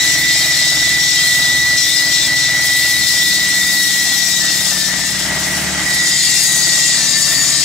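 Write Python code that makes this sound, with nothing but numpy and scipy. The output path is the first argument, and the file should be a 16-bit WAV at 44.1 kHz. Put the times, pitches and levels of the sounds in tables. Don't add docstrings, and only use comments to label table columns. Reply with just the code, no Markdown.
import sys
import numpy as np
from scipy import signal
from scipy.fft import rfft, irfft, next_fast_len
from scipy.io import wavfile
from scipy.ndimage import uniform_filter1d, map_coordinates

SR = 44100
rng = np.random.default_rng(int(sys.argv[2]) if len(sys.argv) > 2 else 0)


def wav_record(signal):
    frames = np.transpose(np.atleast_2d(signal))
    bounded = np.clip(frames, -1, 1)
    quanta = np.round(bounded * 32767).astype(np.int16)
    wavfile.write(sys.argv[1], SR, quanta)


N = 336924

# [t/s, bearing: 0 blade side, 1 front, 2 far side]
BEARING = [(0, 0), (2.8, .1), (3.8, .45), (4.6, .75), (5.75, 1), (6.05, 1.7), (7.64, 2)]
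# [t/s, firing rate/Hz]
FIRING_RATE = [(0, 19.42), (.8, 19.35), (1.7, 19.12), (2.6, 19.23), (3.6, 18.93), (4.0, 18.71),
               (4.55, 18.33), (5.9, 18.57), (6.8, 18.27), (7.64, 17.89)]
# [multiple of firing rate, relative level/dB]
ORDERS_SIDE = [(1, -32), (2, -28), (3, -13), (4, 4), (5, -34), (6, -0.5), (7, 4), (8, 5.5), (9, -2.5),
               (10, -4), (11, -37), (12, -10), (13, -2.5), (14, -19), (15, -38), (16, 5), (17, -26),
               (18, -4), (19, -44), (20, -31), (21, -46), (22, -28)]
ORDERS_CORNER = [(1, -38), (2, -35), (3, -17), (4, -1), (5, -28), (6, -25), (7, -2), (8, -27), (9, -20),
                 (10, 7.5), (11, -20), (12, -25), (13, -26), (14, -4), (15, -23), (16, 1.5), (17, -4),
                 (18, -18), (19, -27), (20, -25), (21, -34), (22, -34)]
ORDERS_FRONT = [(1, -36), (2, -36), (3, -24), (4, 6), (5, -20), (6, -37), (7, 3), (8, 8), (9, -19),
                (10, 12.5), (11, -22), (12, 0), (13, -19), (14, -24), (15, -38), (16, -7), (17, 0),
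                (18, -22), (19, -10), (20, -18), (21, -1), (22, -35)]
ORDERS_FAR = [(1, -36), (2, -28), (3, -28), (4, 4.5), (5, -25), (6, -22), (7, 2), (8, 9), (9, -4),
              (10, 8.5), (11, -20), (12, -11), (13, -5), (14, 2.5), (15, -25), (16, -26), (17, 0.5),
              (18, -1.5), (19, -6), (20, -21), (21, -3), (22, -9)]
# [f/Hz, relative density/dB]
PUFF_SPECTRUM = [(18, -43), (30, -26), (59, -11.5), (162, -1.5), (219, -3.5), (316, 1), (500, -22),
                 (650, -50), (1100, -120)]
# [f/Hz, relative density/dB]
CLATTER_SPECTRUM = [(240, -18), (400, -9), (483, -10.5), (680, 1), (735, -4.5), (850, -2), (1080, -7.5),
                    (1170, -4), (1700, -1), (2300, -10), (3200, 1), (4500, -46)]
# [f/Hz, mean level/dB, bearing they face]
COVER_TONES = [(832, -48, 0), (1170, -43, 2)]
# [t/s, length/s, level change/dB]
BITES = [(0.01, 0.14, 3), (0.294, 0.17, 3), (0.515, 0.21, 3.5), (0.794, 0.14, 1.5), (1, 0.37, 4),
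         (1.416, 0.19, 2), (1.778, 0.24, 6.5), (2.125, 0.16, 7), (2.369, .11, 5), (2.62, 0.31, 4),
         (3.075, 0.16, 3), (3.26, 0.12, 3), (3.498, 0.045, -1), (4.282, .3, 1), (4.654, 0.072, 5),
         (4.8, .08, 2.5), (4.97, .06, 2), (5.05, .05, 3), (5.2, .06, 4), (5.39, .04, 2), (5.44, .04, 3),
         (5.55, .04, 2.5), (5.91, .05, 2), (6.07, .05, 2), (6.36, .12, 2)]
# [t/s, level/dB]
GRIT_LEVEL = [(0, -26.5), (2.2, -27), (2.55, -31), (2.8, -24), (4.3, -24.5), (4.85, -25.5), (4.95, -31),
              (5.4, -31), (5.5, -33), (5.62, -32.5), (5.75, -40), (5.95, -23.5), (6.45, -20), (6.9, -24.5),
              (7.3, -21.5), (7.64, -22.5)]
# [f/Hz, relative density/dB]
GRIT_SPECTRUM = [(4000, -60), (6500, -2), (8500, 1.5), (10000, 0.5), (12000, -1), (14000, -3.5),
                 (15000, -1), (15300, -8), (16500, 1)]
# [t/s, level/dB]
RASP_LEVEL = [(0, -25), (.7, -25.5), (1.3, -30), (2.6, -27), (4.6, -32), (5.7, -32), (6.3, -28),
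              (7.64, -27)]
# [f/Hz, relative density/dB]
RASP_SPECTRUM = [(1500, -79), (1700, -12), (1850, -3), (1960, 2.5), (2080, -1.5), (2250, -6.5), (2500, -11),
                 (3000, -37)]
# [t/s, length/s, f/Hz, level/dB]
LOW_MODES = [(4.41, .07, 1777, -29), (4.53, .05, 1777, -33), (4.72, .2, 1777, -30), (4.99, .1, 1777, -32),
             (5.97, .58, 2075, -35), (6.39, .08, 1777, -32), (6.97, .36, 1777, -28), (7.1, .08, 2100, -33),
             (7.32, .13, 1863, -26), (7.36, .3, 1777, -31), (7.5, .12, 1863, -32)]
# [t/s, level/dB]
RING_LEVEL = [(0, -19.5), (1.4, -19.5), (2.05, -21), (2.55, -23), (3.0, -19), (3.7, -19), (4.3, -18.5),
              (4.6, -20.5), (5.3, -27.5), (5.77, -30.5), (5.93, -22), (6.2, -15), (7.0, -13.5),
              (7.64, -14.5)]
# [t/s, left-right level/dB]
RING_BALANCE = [(0, 0.3), (1.5, 0.5), (2.05, 3.5), (2.45, 0), (4.3, 3.5), (4.9, 2), (5.9, 0), (7.64, 3)]
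# [f/Hz, width/Hz, level from blade side/dB, level from far side/dB]
DISC_MODES = [(2369, 14, -15, -14), (2449, 14, -14, -19), (2611, 14, -19, -24), (2724, 14, -14, -9),
              (2853, 27, -17, -17), (3149, 14, -12, -15), (3198, 22, -9, -11), (3284, 14, -14, -21),
              (3445, 16, -8, -9), (3607, 24, -2, -6), (3833, 28, -3, -8), (3930, 18, -6, -8),
              (4113, 21, -8, -11), (4188, 33, -5, -7), (4393, 15, -7, -13), (4447, 14, -11, -10),
              (4597, 31, -11, -3), (4748, 24, -14, -10), (4947, 14, -12, -6), (5050, 45, -6, -7),
              (5120, 14, -8, -5), (5238, 21, -17, -10), (5308, 14, -12, -17), (5523, 14, -7, -10),
              (5669, 22, -4, -8), (5766, 15, -15, -16), (5943, 27, -14, -10), (6158, 19, -18, -15),
              (6266, 21, -15, -6), (6379, 21, -17, -8), (6573, 18, -18, -6), (6885, 34, -15, -2),
              (7090, 19, -19, -10), (7251, 14, -17, -7), (7472, 35, -11, -8), (7537, 31, -16, -10),
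              (7650, 14, -18, -10), (7720, 40, -14, -10), (7962, 27, -11, -8), (8070, 17, -14, -11),
              (8215, 15, -20, -6), (8829, 31, -18, -9)]
# [f/Hz, relative density/dB]
DENSE_MODES = [(2000, -60), (2400, -30), (3000, -25), (3500, -21), (4300, -20), (4800, -22), (5400, -19),
               (6800, -19), (8000, -18), (8500, -26), (10000, -32), (12000, -90)]
# [t/s, level/dB, left-right level/dB]
SQUEAL_LEVEL = [(0, -20, -6.5), (.45, -20.5, -5.5), (1.0, -18.5, -6), (1.35, -17, -3.5), (1.75, -16, -2.5),
                (2.15, -18, -0.5), (2.6, -17, 0), (4.1, -19, -3), (4.45, -25, -8), (4.95, -29, 10),
                (5.45, -30.5, 1), (5.95, -24.5, -14.5), (6.4, -24, -3.5), (6.75, -20.5, -10),
                (6.93, -23, -4), (7.0, -32, -3), (7.2, -37, -3), (7.64, -45, -7)]
# [t/s, length/s, loss/dB]
GRIP_BREAKS = [(.53, .05, 5.5), (1.9, 0.043, 7), (2.216, 0.045, 4.5), (3.054, 0.049, 2), (4.72, .16, 9),
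               (4.988, 0.31, 5.5), (5.57, 0.295, 10.5), (6.385, 0.037, 14)]
LIKENESS = [(60, 0.93), (100, 0.92), (180, 0.95), (310, 0.9), (550, 0.77), (950, 0.8), (1650, 0.84),
            (2860, 0.41), (4970, 0.2), (8640, 0.41), (15000, 0.32)]
PORT_BALANCE = [(60, 7), (99, 9.5), (160, 4), (270, 1.5), (450, 3.0), (740, 1.5), (1220, 0), (2010, -3),
                (3330, -0.5), (5500, 9), (9080, -0.5), (15000, 6)]
PORT_LEAD = [(0, 0), (1460, -0.6), (1810, 0.1), (2580, 0.3), (3010, 0.6), (3450, 1.0), (3960, 1.1),
             (5080, 1.2), (5680, 0.5), (6200, 0.9), (6550, -0.5), (7060, -0.0), (7840, 0.0), (16000, -0.0)]

EXHAUST_BASE_DB, CLATTER_BASE_DB = -32, -32.5
ENGINE_FAR_DB, CLATTER_FAR_DB, CLATTER_FRONT_DB = 1.8, 0.5, 1
SQUEAL_HZ, REFERENCE_RATE_HZ = 1955, 19
SQUEAL_HZ_PER_FIRING = 43
GRIT_SHARE = 0.54
RISE_S, FALL_S = .015, .035
TARGET_DB, GAP_SHARE, MAX_BOOST_DB, AVERAGING_S = -11, 0.53, 6.5, 0.026
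TOP_HZ = 15740


def amp(db):
    return np.exp(np.asarray(db) * (np.log(10) / 20))


def unit(x):
    return x / np.sqrt(np.mean(x ** 2) + 1e-20)


def running_rms(x, span):
    return np.sqrt(np.abs(uniform_filter1d(x ** 2, span)))


def along(points, hz):
    f, v = np.transpose(points)
    return np.interp(np.log(hz + 1), np.log(f + 1), v)


def curves(rows):
    t, *columns = np.transpose(rows)
    return [np.interp(np.arange(N) / SR, t, c) for c in columns]


def wobble(rate):
    step = max(8, int(SR / rate / 24))
    coarse = np.arange(0, N + step, step)
    knots = rng.standard_normal(int(N * rate / SR) + 4)
    return np.interp(np.arange(N), coarse, map_coordinates(knots, [coarse * rate / SR]))


def window(start, length):
    corners = (-RISE_S, 0, length - FALL_S / 2, length + FALL_S / 2)
    return np.interp(np.arange(N) / SR - start, corners, (0, 1, 1, 0))


def filtered(x, response):
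    m = next_fast_len(N + SR // 10, real=True)
    return irfft(rfft(x, m) * response(np.fft.rfftfreq(m, 1 / SR)), m)[..., :N]


def patchy(depth_db, size):
    z = signal.stft(rng.standard_normal((2, N)), nperseg=2048)[2]
    field = rng.standard_normal(z.shape[1:])
    field = uniform_filter1d(uniform_filter1d(field, size[0], 0), size[1], 1)
    return signal.istft(z * amp(depth_db * unit(field)), nperseg=2048)[1][:, :N]


def repeating(turns, renew):
    shapes = rng.standard_normal((2, int(N * renew / SR) + 2, 256))
    where = [np.arange(N) * renew / SR, turns % 1 * 256]
    return np.array([map_coordinates(s, where, order=1, mode="grid-wrap") for s in shapes])


def ports(pair, closer=0.0):
    def mixing(hz):
        turn = np.arccos(np.clip(along(LIKENESS, hz) + closer, 0, 1)) / 2
        return np.cos(turn - np.array([[0], [np.pi / 2]]))

    def balance(hz):
        left = amp(along(PORT_BALANCE, hz) / 2) * np.exp(.5j * along(PORT_LEAD, hz))
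        return left ** np.array([[1], [-1]])

    mid, side = filtered(pair, mixing)
    return filtered(np.array([mid + side, mid - side]), balance)


def panned(x, balance_db):
    return x * amp(np.array([balance_db, -balance_db]) / 2)


def cover_hum():
    bearing, = curves(BEARING)
    t = np.arange(N) / SR
    hum = np.zeros(N)
    for hz, db, towards in COVER_TONES:
        facing = np.clip(1.2 - 4 * np.abs(bearing - towards), 0, 1)
        tone = np.sqrt(2) * np.sin(2 * np.pi * hz * t + 1.7 * wobble(20))
        hum += amp(db + 2.3 * wobble(8)) * facing * tone
    return hum


def firing_orders(cycle, bearing):
    drone = np.zeros(N)
    for (k, side), (_, corner), (_, front), (_, far) in zip(
            ORDERS_SIDE, ORDERS_CORNER, ORDERS_FRONT, ORDERS_FAR):
        size = np.interp(bearing, (.05, .45, .9, 1.8), amp([side, corner, front, far]))
        size = size * amp(1.3 * wobble(3))
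        drone += size * np.sin(k * cycle + .12 * k * k + .15 * wobble(4))
    return drone / running_rms(drone, SR // 2)


def engine():
    bearing, = curves(BEARING)
    rate, = curves(FIRING_RATE)
    far = np.clip(bearing - 1, 0, 1)
    front = np.clip(1 - np.abs(bearing - 1) * 2, 0, 1)
    change_db = ENGINE_FAR_DB * far + .5 * wobble(7)
    exhaust_db = EXHAUST_BASE_DB + change_db
    clatter_db = CLATTER_BASE_DB + change_db + CLATTER_FRONT_DB * front + CLATTER_FAR_DB * far
    clatter_db = clatter_db + 0.92 * wobble(12)
    turns = np.cumsum(rate) / SR
    cycle = 2 * np.pi * turns
    drone = firing_orders(cycle, bearing)
    gate = amp(1.4 * np.cos(2 * cycle) + 2.05 * np.cos(cycle))
    puff = filtered(gate * rng.standard_normal((2, N)), lambda hz: amp(along(PUFF_SPECTRUM, hz)))
    knocks = amp(-8) * unit(repeating(turns, renew=1.5)) + patchy(2.5, size=(24, 2))
    clatter = filtered(gate ** 0.72 * knocks, lambda hz: amp(along(CLATTER_SPECTRUM, hz)))
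    tones = amp(exhaust_db - 3.1) * drone * amp([[1.7], [-1.7]])
    return tones + ports(amp(exhaust_db - 7) * unit(puff) + amp(clatter_db) * unit(clatter))


def bites():
    return sum(db * window(start, length) for start, length, db in BITES)


def grit(bite_db):
    bearing, = curves(BEARING)
    grit_db, = curves(GRIT_LEVEL)
    bursts = amp(1.5 * wobble(55) + .8 * wobble(600))
    spray = bursts * patchy(0.98, size=(40, 2))
    hiss = ports(filtered(spray, lambda hz: amp(along(GRIT_SPECTRUM, hz))), closer=0.075)
    top = filtered(hiss, lambda hz: np.clip((hz - 9500) / 3500, 0, 1))
    top_gain = amp(-6 * np.clip(1.6 * bearing - .9, 0, 1))
    hiss = hiss - (1 - top_gain) * top
    hiss /= running_rms(hiss.mean(0), SR)
    return amp(grit_db + GRIT_SHARE * bite_db + 1.4 * wobble(4.5)) * hiss


def rasp():
    db, = curves(RASP_LEVEL)
    hump = ports(filtered(patchy(0.85, size=(4, 4)), lambda hz: amp(along(RASP_SPECTRUM, hz))))
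    return amp(db + 1.8 * wobble(6.8)) * hump / np.std(hump.mean(0))


def low_rings():
    t, blur = np.arange(N) / SR, wobble(25)
    tones = sum(amp(db) * window(start, length) * np.sin(2 * np.pi * hz * t + blur)
                for start, length, hz, db in LOW_MODES)
    return np.sqrt(2) * amp(2.4 * wobble(25)) * tones * amp([[.3], [-.3]])


def disc_response(f, column):
    total = 0
    for k, mode in enumerate(DISC_MODES):
        centre, width = mode[:2]
        damping = 1j * f * width
        total = total + (-1) ** k * amp(mode[column]) * damping / (centre ** 2 - f * f + damping)
    return np.abs(total) ** 1.15


def blade_ring(bite_db):
    bearing, = curves(BEARING)
    ring_db, = curves(RING_LEVEL)
    balance_db, = curves(RING_BALANCE)
    drive = patchy(3, size=(4, 5))
    near, far = [filtered(drive, lambda f: np.interp(f, f[::16], disc_response(f[::16], column)))
                 for column in (2, 3)]
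    clear = (1 - bearing / 2) * near + bearing / 2 * far
    dense = filtered(patchy(3.5, size=(1, 24)), lambda hz: amp(along(DENSE_MODES, hz)))
    shade = amp(-7 * np.clip(1 - np.abs(bearing - 1) * 2.5, 0, 1))
    steel = ports(amp(1.5) * shade * clear, closer=0.45) + ports(dense)
    steel /= running_rms(steel.mean(0), SR // 8)
    level = amp(ring_db + bite_db + 0.92 * wobble(9))
    return panned(level * steel, balance_db + .7 * wobble(4.6))


def squeal():
    rate, = curves(FIRING_RATE)
    hz = SQUEAL_HZ + SQUEAL_HZ_PER_FIRING * (rate - REFERENCE_RATE_HZ)
    db, balance_db = curves(SQUEAL_LEVEL)
    loss = sum(loss_db * window(start, length) for start, length, loss_db in GRIP_BREAKS)
    db = db - loss + 0.87 * wobble(11)
    phase = 2 * np.pi * np.cumsum(hz + 3 * wobble(30) + 6 * wobble(300)) / SR
    size = np.sqrt(2) * amp(db + 0.27 * wobble(30) + 0.56 * wobble(150))
    lag = np.array([[.1], [-.1]]) + 0.039 * np.array([wobble(4.2), wobble(4.9)])
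    tone = np.sin(phase + lag) + amp(-16) * np.sin(2 * phase)
    return panned(size * tone, balance_db)


def scene():
    bite_db = bites()
    background = cover_hum() + engine()
    return background + grit(bite_db) + rasp() + low_rings() + blade_ring(bite_db) + squeal()


def record(dry):
    span = round(AVERAGING_S * SR)
    power = np.abs(uniform_filter1d(dry ** 2, span)).max(0)
    heard_db = 10 * np.log10(power + 1e-9)
    gain_db = np.minimum(GAP_SHARE * (TARGET_DB - heard_db), MAX_BOOST_DB)
    held = dry * amp(uniform_filter1d(gain_db, span))
    clipped = held / (1 + np.abs(held) ** 8) ** (1 / 8)
    return .98 * filtered(clipped, lambda hz: hz < TOP_HZ)


dry = scene()
out = record(dry)
wav_record(out)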